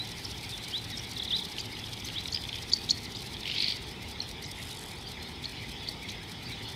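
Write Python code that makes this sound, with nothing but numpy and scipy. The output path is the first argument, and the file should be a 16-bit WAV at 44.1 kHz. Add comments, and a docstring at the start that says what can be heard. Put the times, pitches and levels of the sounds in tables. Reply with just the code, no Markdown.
"""Small birds chip, whistle and rattle in open bush by day: swept sine tones, roughened by slow noise.
A grasshopper saws steadily and stops; its file strokes are resonant and coloured noise.
Other insects rasp, buzz and chirp, and leaves crackle as random noise bursts where an elephant browses.
A low rumble, a far engine's hum and a far chorus lie behind; the scrub scatters a thin echo of the birds."""
import sys
import numpy as np
from scipy import signal
from scipy.io import wavfile
from scipy.ndimage import uniform_filter1d

SR = 44100
rng = np.random.default_rng(int(sys.argv[2]) if len(sys.argv) > 2 else 0)


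def output_pcm(signal):
    """Save a mono or channel-first signal as 16-bit PCM at the path in sys.argv[1].

    Samples are clipped to [-1, 1] before scaling.
    """
    pcm = np.clip(np.atleast_2d(signal).T, -1, 1) * 32767
    wavfile.write(sys.argv[1], SR, np.round(pcm).astype(np.int16))


N = 297675
TIME = np.arange(N) / SR

# spectrum of a bird's dry scratch: (frequency [Hz], relative density [dB per Hz])
SCRATCH_COLOUR = [(1500, -38), (1900, -12), (2250, 2), (2700, -5), (3300, 1.5), (4600, -1.5), (5300, -8),
                  (6200, -19), (8000, -34), (15000, -55)]
# spectrum of rasping wings and of leaves: (frequency [Hz], relative density [dB per Hz])
WING_COLOUR = [(2500, -15), (4000, 10), (5700, 5), (7200, -3), (8500, 2), (9700, -4), (11000, 0),
               (13000, -9.5), (14600, -4.5), (15800, -21)]


def gain_of(db):
    """Converts decibels to an amplitude factor."""
    return 10 ** (np.asarray(db) / 20)


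def evened(x):
    """Normalises the mean power to 1."""
    return x / np.sqrt(np.mean(x ** 2) + 1e-20)


def read(points, hz):
    """Interpolates a spectrum on a log-frequency axis."""
    f, value = np.transpose(points)
    return np.interp(np.log(hz + 1), np.log(f + 1), value)


def level(curve):
    """Turns a dB envelope into a gain over time, silent outside its span."""
    s, db = np.transpose(curve)
    return gain_of(np.interp(TIME, s, db)) * (TIME > s[0]) * (TIME < s[-1])


def add(mix, s, sound):
    """Superposes a sound on the mix at time s."""
    start = round(s * SR)
    sound = sound[max(-start, 0):]
    part = mix[max(start, 0):][:len(sound)]
    part += sound[:len(part)]


def drift(size, hz):
    """Low-frequency random modulation: straight lines between normal random knots, hz knots a second."""
    knots = rng.standard_normal(2048)
    return np.interp(np.arange(size) * hz / SR % 2047, np.arange(2048), knots)


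def noise(colour, patchy_db=0):
    """Spectral shaping of random noise to rms 1, optionally uneven in small patches of time and pitch."""
    frames, hz = N // 256 + 5, np.fft.rfftfreq(1024, 1 / SR)
    a, b, patches = rng.standard_normal((3, frames, len(hz)))
    patches = uniform_filter1d(patches, size=9, axis=0)
    patches = evened(uniform_filter1d(patches, size=7, axis=1))
    z = (a + 1j * b) * gain_of(read(colour, hz) + patchy_db * patches)
    return evened(signal.istft(z.T, nperseg=1024, noverlap=768)[1][:N])


def strikes(rows):
    """Impulse excitation from rows of (time [s], level [dB])."""
    out = np.zeros(N)
    for s, db in rows:
        add(out, s, gain_of([db]))
    return out


def bursts(impulses, rise, fall):
    """Convolution with an exponential swell and release, with time constants in seconds."""
    t = np.arange(-SR // 10, SR // 10) / SR
    return signal.oaconvolve(impulses, np.exp(np.minimum(t / rise, -t / fall)), "same")


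def resonate(x, hz, width_hz):
    """Heterodyne resonance of gain 1: shifts the curve hz to zero, low-passes and shifts back."""
    turn = np.exp(2j * np.pi * np.cumsum(hz) / SR)
    r = np.exp(-np.pi * width_hz / SR)
    return 2 * (turn * signal.lfilter([1 - r], [1, -r], x / turn)).real


def tone(hz, overtone_db=-30):
    """Integrates a frequency path to phase: a sine with its weaker second harmonic."""
    phase = 2 * np.pi * np.cumsum(hz) / SR
    return np.sin(phase) + gain_of(overtone_db) * np.sin(2 * phase)


def sing(hz, waver, flutter_db):
    """Amplitude and frequency modulation of one note that swells and fades; foliage roughens it."""
    swell = np.sin(np.linspace(0, np.pi, len(hz))) * gain_of(flutter_db * drift(len(hz), 304))
    return swell * tone(hz * (1 + waver * drift(len(hz), 468)), overtone_db=-45)


def slur(length, start, middle, end, waver=.007, flutter_db=0.5):
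    """A parabolic frequency glide through three pitches."""
    u = np.linspace(-1, 1, max(int(length * SR), 8))
    slope, bend = (end - start) / 2, (end + start) / 2 - middle
    return sing(middle + slope * u + bend * u ** 2, waver, flutter_db)


def background():
    """Broadband ambience: a low rumble, a far engine's wavering hum and the blur of far birds and insects."""
    # spectra below and above a gap near 1.4 kHz: (frequency [Hz], relative density [dB per Hz])
    rumble_colour = [(20, -20), (32, -9), (45, -1), (62, 1.5), (85, 0.5), (120, -1), (200, -4.5),
                     (280, -8.5), (410, -8), (540, -17.5), (690, -17), (790, -11), (910, -12), (1070, -20),
                     (1400, -21), (1900, -51), (3000, -100)]
    chorus_colour = [(1000, -17.5), (1400, -9.5), (1750, -3.5), (2050, 3), (2350, 1), (2750, -3.5),
                     (3450, 5), (4200, -4), (5150, -5.5), (5500, -10), (6200, -13.5), (7300, -20.5),
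                     (8400, -17.5), (9700, -21.5), (11000, -22.5), (15500, -29)]
    # the far engine: (frequency [Hz], rms level [dB])
    hum_tones = [(110, -54.5), (239, -59.5)]
    hum = np.zeros(N)
    for hz, db in hum_tones:
        wavering = tone(hz * (1 + 0.03005 * drift(N, 14)))
        hum += gain_of(db) * evened(wavering * gain_of(4.2 * drift(N, 5.4)))
    rumble = gain_of(-44.5) * noise(rumble_colour, patchy_db=0.76)
    chorus = gain_of(-46 + .5 * drift(N, 4.1)) * noise(chorus_colour, patchy_db=2.5)
    return hum + rumble + chorus


def leaves(per_second=45, spread_db=4.5):
    """Crackle as a random impulse process: tiny cracks, a few larger, as the elephant pulls at leaves."""
    # strength of the crackling: (time [s], relative level [dB])
    browsing = [(-.1, -45.5), (1, -43), (2, -43.5), (3.3, -46), (3.9, -58), (5, -58), (6.8, -63)]
    size = gain_of(spread_db * (np.minimum(rng.exponential(1, N), 3) - 2.0))
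    cracks = size * (rng.random(N) < per_second / SR)
    return level(browsing) * bursts(cracks, rise=0.0016, fall=0.0039) * noise(WING_COLOUR)


def cricket(count=26, start=3.9, period=.11, chirp_db=-53, pitch_hz=5130):
    """A nearly periodic tone-burst train: a far cricket repeats one faint, slightly falling chirp."""
    out = np.zeros(N)
    for k, (late, force_db) in enumerate(rng.standard_normal((count, 2))):
        chirp = slur(0.048, pitch_hz * 1.025, pitch_hz, pitch_hz * .985, waver=0.015, flutter_db=-2.5)
        add(out, start + k * period + .018 * late, gain_of(chirp_db + 1.1 * force_db) * chirp)
    return out


def buzz(count=23, opening_db=-7.5, opening_lead_s=0.0058):
    """Impulsive wing noise: soft opening scuffs and sharp closing ticks; the run swells, slows and fades."""
    # spectrum of the wing noise: (frequency [Hz], relative density [dB per Hz])
    buzz_colour = [(3500, -23), (5000, -2), (6200, -2), (8500, 0.5), (11000, -1.5), (12800, -10),
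                   (14000, -15), (15500, -21)]
    start_s, gap_s, slowing_s = 4.558, .01464, .00058  # each gap is longer than the last by slowing_s
    middle_db, ends_db = -40.5, -9  # ends_db is relative to the middle of the run
    k = np.arange(count)
    times = start_s + gap_s * k + slowing_s * k * (k - 1) / 2
    db = middle_db + ends_db * (1 - np.sin(np.pi * (k + .5) / count))
    closing = bursts(strikes(zip(times, db)), rise=0.00091, fall=0.0014)
    opening = bursts(strikes(zip(times - opening_lead_s, db + opening_db)), rise=0.0039, fall=0.0024)
    return (closing + opening) * noise(buzz_colour, patchy_db=2.0)


def scrapes(count=16, scrape_db=-6, release=0.0075, grain_db=3.5):
    """Periodic noise bursts: a slower insect song takes over as the grasshopper stops."""
    # a single rasp and a quick pair: (time into the phrase [s], relative level [dB], swell time constant [s])
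    phrase = [(0, -41.5, 0.01), (0.0632, -41, 0.015), (0.0866, -40, .007)]
    start_s, period_s = 3.6265, .20055
    starts = start_s + period_s * np.arange(count)
    rasps = np.zeros(N)
    for s, db, swell in phrase:
        levels = db + 0.79 * rng.standard_normal(count)
        rasps += bursts(strikes(zip(starts + s, levels)), rise=swell, fall=release)
    return gain_of(scrape_db) * rasps * noise(WING_COLOUR) * gain_of(grain_db * drift(N, 350))


def grasshopper(count=55, ring_db=-43.5, hiss_db=-44.5, swell_db=-5, arch=0.008,
                top_hz=5300, foot_hz=2800, width_hz=1000):
    """Stridulation: in each stroke the file speeds up and slows, so its noisy ring arches in pitch."""
    k = np.arange(count)
    times = .0522 + .0655 * k + 6.1e-5 * k ** 2  # about fifteen strokes a second, slowly tiring
    force_db, speed = rng.standard_normal((count, 2)).T
    nearest = np.rint(np.interp(TIME, times, k)).astype(int)
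    offset = TIME - times[nearest]  # seconds from the nearest stroke
    peak_rise = (top_hz - foot_hz) * (1 + 0.039 * speed[nearest])
    hz = foot_hz + peak_rise * np.exp(-(offset / arch) ** 2)
    ring = resonate(rng.standard_normal(N), hz, width_hz)
    ring = evened(resonate(ring, hz, width_hz))
    # the file bites hardest just after its top speed
    grip = gain_of(force_db[nearest]) * np.exp(-((offset - .002) / 0.013) ** 2)
    beats = strikes(zip(times, 0.58 * force_db))
    stroke = bursts(beats, rise=0.0089, fall=0.0055)
    slow_swell = gain_of(swell_db) * bursts(beats, rise=0.05, fall=0.0026)
    scrape = np.maximum(stroke, slow_swell)
    hiss = scrape * noise(WING_COLOUR, patchy_db=2.0) * gain_of(1.0 * drift(N, 280))
    return gain_of(ring_db) * grip * ring + gain_of(hiss_db) * hiss


def far_birds(count=110, far_db=-49, spread_db=3):
    """Random superposition of many faint slurs from far birds; levels are before the mix."""
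    out = np.zeros(N)
    for when, pitch, bend, long, size in rng.random((count, 5)):
        hz, glide = 2000 + 3200 * pitch, 0.2 * (bend - .5)
        note = slur(0.0197 + 0.0508 * long, hz * (1 - glide), hz, hz * (1 + glide / 2))
        add(out, when * N / SR, gain_of(far_db + spread_db * (2 * size - 2.0)) * note)
    return out


def distant_slurs():
    """Linear frequency glides: faint bird notes, blurred by the bush in between."""
    # (time [s], level [dB], pitch [Hz], glide [share of the pitch])
    slur_calls = [(.425, -44, 2196, -0.12), (.658, -43, 2300, .12), (.905, -45.5, 1910, -.2),
                  (1.717, -43, 2180, -0.17), (5.05, -43.5, 4750, .14), (5.255, -50, 4500, .04),
                  (6.011, -43, 2330, 0.17), (6.032, -43, 2150, -.1), (6.272, -46, 2320, 0.067),
                  (6.453, -40.5, 4640, .05), (6.495, -42, 2305, .1)]
    out = np.zeros(N)
    for s, db, hz, glide in slur_calls:
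        note = slur(0.0408, hz * (1 - glide / 2), hz, hz * (1 + glide / 2), waver=0.035, flutter_db=3.5)
        add(out, s, gain_of(db) * note)
    return out


def downslurs():
    """Exponential frequency decay: each answering whistle falls quickly and settles on its final pitch."""
    # (time [s], level [dB], final pitch [Hz])
    downslur_calls = [(.513, -36, 3405), (.914, -37, 3600), (4.695, -42, 3650), (5.555, -48, 3830),
                      (5.795, -40.5, 3320), (6.505, -41.5, 3760), (6.565, -45, 3450)]
    length_s, drop, settle_s = 0.054, .27, 0.014  # drop is a share of the final pitch
    out, t = np.zeros(N), np.arange(0, length_s, 1 / SR)
    for s, db, hz in downslur_calls:
        path_hz = hz * (1 + drop * np.exp(-t / settle_s))
        add(out, s, gain_of(db) * sing(path_hz, waver=0.0075, flutter_db=0.5))
    return out


def upslurs(soft_start_db=-16, lead_s=.04):
    """Sigmoid frequency rise: the whistle starts low and soft and is loudest on the way up."""
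    # (time of the steepest rise [s], level [dB])
    upslur_calls = [(-.016, -26.5), (.745, -27.5), (1.331, -23.5), (2.166, -30)]
    length_s, from_hz, to_hz, bend_s = 0.093, 2700, 4064, .02
    out, t = np.zeros(N), np.arange(0, length_s, 1 / SR) - lead_s
    climb = (1 + np.tanh(t / bend_s)) / 2
    force = gain_of(np.interp(climb, [0, .45, 1], [soft_start_db, 0, -2.5]))
    for s, db in upslur_calls:
        note = sing(from_hz + (to_hz - from_hz) * climb, waver=0.0079, flutter_db=1.0)
        add(out, s - lead_s, gain_of(db) * force * note)
    return out


def pips():
    """Brief tone bursts: very short, high scoops whose pitch dips in the middle."""
    # (time [s], length [s], level [dB], pitch [Hz])
    pip_calls = [(0.248, 0.013, -35, 5380), (.993, .009, -35, 5650), (1.363, .0075, -26, 4820),
                 (2.044, .009, -33.5, 6150), (2.344, .008, -23, 4820), (2.357, .01, -31, 4870),
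                 (4.2026, 0.0053, -24, 4100), (4.2155, .0075, -31.5, 5570)]
    scoop = 0.12  # share by which the start lies above the middle; the end lies half as far
    out = np.zeros(N)
    for s, length, db, hz in pip_calls:
        note = slur(length, hz * (1 + scoop), hz, hz * (1 + scoop / 2), waver=0.022, flutter_db=3.0)
        add(out, s, gain_of(db) * note)
    return out


def trill(count=11, length=.017, first_db=-30, fade_db=-0.28, top_hz=4450, middle_hz=3600, foot_hz=3330):
    """Periodic repetition of a steep downward glide: a quick, even run that fades a little."""
    start, period = 1.163, .0279
    out = np.zeros(N)
    for k, (force, long) in enumerate(rng.standard_normal((count, 2))):
        note = slur(length * (1 + 0.13 * long), top_hz, middle_hz, foot_hz, waver=.022, flutter_db=3.0)
        add(out, start + k * period, gain_of(first_db + fade_db * k + 0.86 * force) * note)
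    return out


def whistles():
    """Superposition of the whistling birds in the middle distance."""
    return pips() + upslurs() + downslurs() + distant_slurs() + trill()


def rattle(count=14, length=0.00474, sweep=0.18, scratch_db=-14, grain_db=3.5, uneven_db=1.0,
           tiring_db_per_s=-35):
    """A pulse train over a coarse rasp: effort makes its fifty flicks a second higher, louder, quicker."""
    # the harsh part: (time [s], level before the grain [dB])
    rasp_curve = [(3.45, -49), (3.467, -40), (3.55, -37), (3.61, -36), (3.72, -38.5), (3.745, -51),
                  (3.85, -49)]
    start_s, surge_s, surge_width_s = 3.457, 3.576, .013
    # (lazy, at full effort)
    flick_hz, flick_db, flick_gap_s = (2900, 4420), (-28, -17.5), (.0213, .0197)
    out, flicks, s = np.zeros(N), [], start_s
    for force in rng.standard_normal(count):
        effort = 1 / (1 + np.exp((surge_s - s) / surge_width_s))
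        hz, db, gap = (lazy + (full - lazy) * effort for lazy, full in (flick_hz, flick_db, flick_gap_s))
        db += tiring_db_per_s * max(s - surge_s, 0)
        flick = slur(length, hz * (1 - sweep), hz, hz * (1 + sweep / 2), waver=0.047)
        add(out, s - length / 2, gain_of(db + uneven_db * force) * flick)
        flicks.append((s, db + scratch_db))
        s += gap
    scratch = bursts(strikes(flicks), rise=0.00056, fall=0.0023)
    rasp = level(rasp_curve) * gain_of(grain_db * drift(N, 330))
    return out + (rasp + scratch) * noise(SCRATCH_COLOUR, patchy_db=1.5)


def ticks(pip_db=-2.5, scratch_db=-10, length=0.0044, pip_hz=3450, count=22, faint_db=-34,
          from_s=1.5, until_s=3.45):
    """Transients of a few cycles with a scratch: a bird's dry ticking, with fainter ticks at random."""
    # (time [s], relative level [dB], ticks in the run [count])
    tick_runs = [(1.5825, -25.5, 1), (1.7664, -31, 1), (1.839, -30, 1), (1.932, -28.5, 1),
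                 (2.0862, -28.5, 2), (2.1822, -25.5, 1), (2.2557, -26, 1), (2.2824, -29.5, 1),
                 (2.3453, -26, 3), (2.4378, -29, 2), (2.4882, -31, 1), (2.528, -26.5, 3), (3.148, -32, 1),
                 (3.3662, -29.5, 1), (3.4311, -28, 1), (6.0866, -33, 1)]
    gap_s, fade_db = .0134, -1  # from one tick of a run to the next
    rows = [(s + k * gap_s, db + k * fade_db) for s, db, run in tick_runs for k in range(round(run))]
    for when, size in rng.random((count, 2)):
        rows.append((from_s + when * (until_s - from_s), faint_db + 5 * (size - .5)))
    scratches = bursts(strikes([(s + 0.0014, db) for s, db in rows]), rise=0.00041, fall=0.0047)
    out = gain_of(scratch_db) * scratches * noise(SCRATCH_COLOUR)
    for s, db in rows:
        pip = slur(length, pip_hz * 1.08, pip_hz, pip_hz * .96, waver=0.097)
        add(out, s, gain_of(db + pip_db) * pip)
    return out


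def chips():
    """Rapid frequency modulation: two scoops of pitch in about 30 ms; leaves dull some calls."""
    # pitch path of one chip: (time from the loud scoop [ms], frequency [Hz], relative level [dB])
    chip_shape = [(-19.5, 4400, -14), (-15, 3200, -14), (-9.5, 4650, -10), (-7, 6700, -23), (-5, 7100, -18),
                  (-1.4, 5400, -15), (-0.7, 4520, 0), (4, 4520, -8.5), (7, 7640, -26)]
    # (time [s], level [dB], pitch [factor], length [factor], opening scoop [dB],
    #  treble above 4.5 kHz [dB per octave])
    chip_calls = [(0.9756, -29, 1.18, 1.5, -20, 3), (1.604, -26.5, 1.06, 1.25, 0, 8),
                  (2.327, -24.5, 0.98, 1.4, -26, 19), (2.7359, -8.5, 0.998, 0.94, -7.5, -1.5),
                  (2.9094, -10, 0.96, 0.98, -1.5, 4), (3.17, -32.5, 1.12, 0.97, 11, -2),
                  (4.446, -34, 0.88, 0.99, -6, 29), (4.464, -34, 1.1, 0.85, -2, 10),
                  (5.457, -23.5, 0.97, 0.88, 3.5, -23), (5.8883, -20.5, 0.99, 0.8, -2, -28),
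                  (6.108, -35, 0.9, 1.12, 11.5, 16)]
    out = np.zeros(N)
    ms, path_hz, path_db = np.transpose(chip_shape)
    for s, db, pitch, stretch, opening_db, treble_db in chip_calls:
        at = ms * stretch / 1000  # seconds from the loud scoop
        t = np.arange(at[0], at[-1], 1 / SR)
        colour_db = treble_db * np.log2(np.maximum(path_hz / 4500, 1))
        loud_db = np.interp(t, at, path_db + colour_db + opening_db * np.clip(-ms / 12, 0, 1))
        hz = pitch * np.interp(t, at, path_hz) * (1 + 0.02 * drift(len(t), 846))
        octave_db = np.interp(hz, [3400, 4200], [-11, -34])  # the octave shows only in the low scoop
        add(out, s + at[0], gain_of(db + loud_db) * tone(hz, octave_db))
    return out


def scrub(x):
    """Scattering: sparse reflections from leaves and ground decay at a rate set by frequency."""
    # reverberation: (frequency [Hz], time to fall by 60 dB [s])
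    echo_times = [(1500, 0.15), (4000, 0.4), (8000, 0.18)]
    taps = rng.standard_normal(SR // 2) * (rng.random(SR // 2) < .06)
    taps[:200] = 0  # no reflection in the first 4.5 ms
    hz, t, z = signal.stft(taps, SR, nperseg=256)
    decay = gain_of(-60 * t / read(echo_times, hz)[:, None])
    tail = signal.istft(z * decay, SR, nperseg=256)[1]
    return signal.fftconvolve(x, tail / np.linalg.norm(tail))[:N]


def scene():
    """Direct-to-reverberant balance: near birds are almost dry, farther ones carry more echo."""
    near, mid, far = chips() + ticks(), whistles() + rattle(), far_birds()
    echo = scrub(gain_of(-18.5) * near + gain_of(-14) * mid + gain_of(0.5) * far)
    insects = grasshopper() + scrapes() + buzz() + cricket()
    birds = near + mid + gain_of(-10.5) * far + echo
    return (birds + insects + leaves() + background())[None]


def record(dry, low_cut_hz=38, edge_hz=15750):
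    """Band-pass filtering: the microphone's low cut and upper band limit."""
    low_cut = signal.butter(5, low_cut_hz, "high", fs=SR, output="sos")
    cut = signal.sosfilt(low_cut, dry)
    band_limit = signal.firwin(511, edge_hz, window=("kaiser", 9), fs=SR)
    return signal.oaconvolve(cut, band_limit[None], "same")


dry = scene()
out = record(dry)
output_pcm(out)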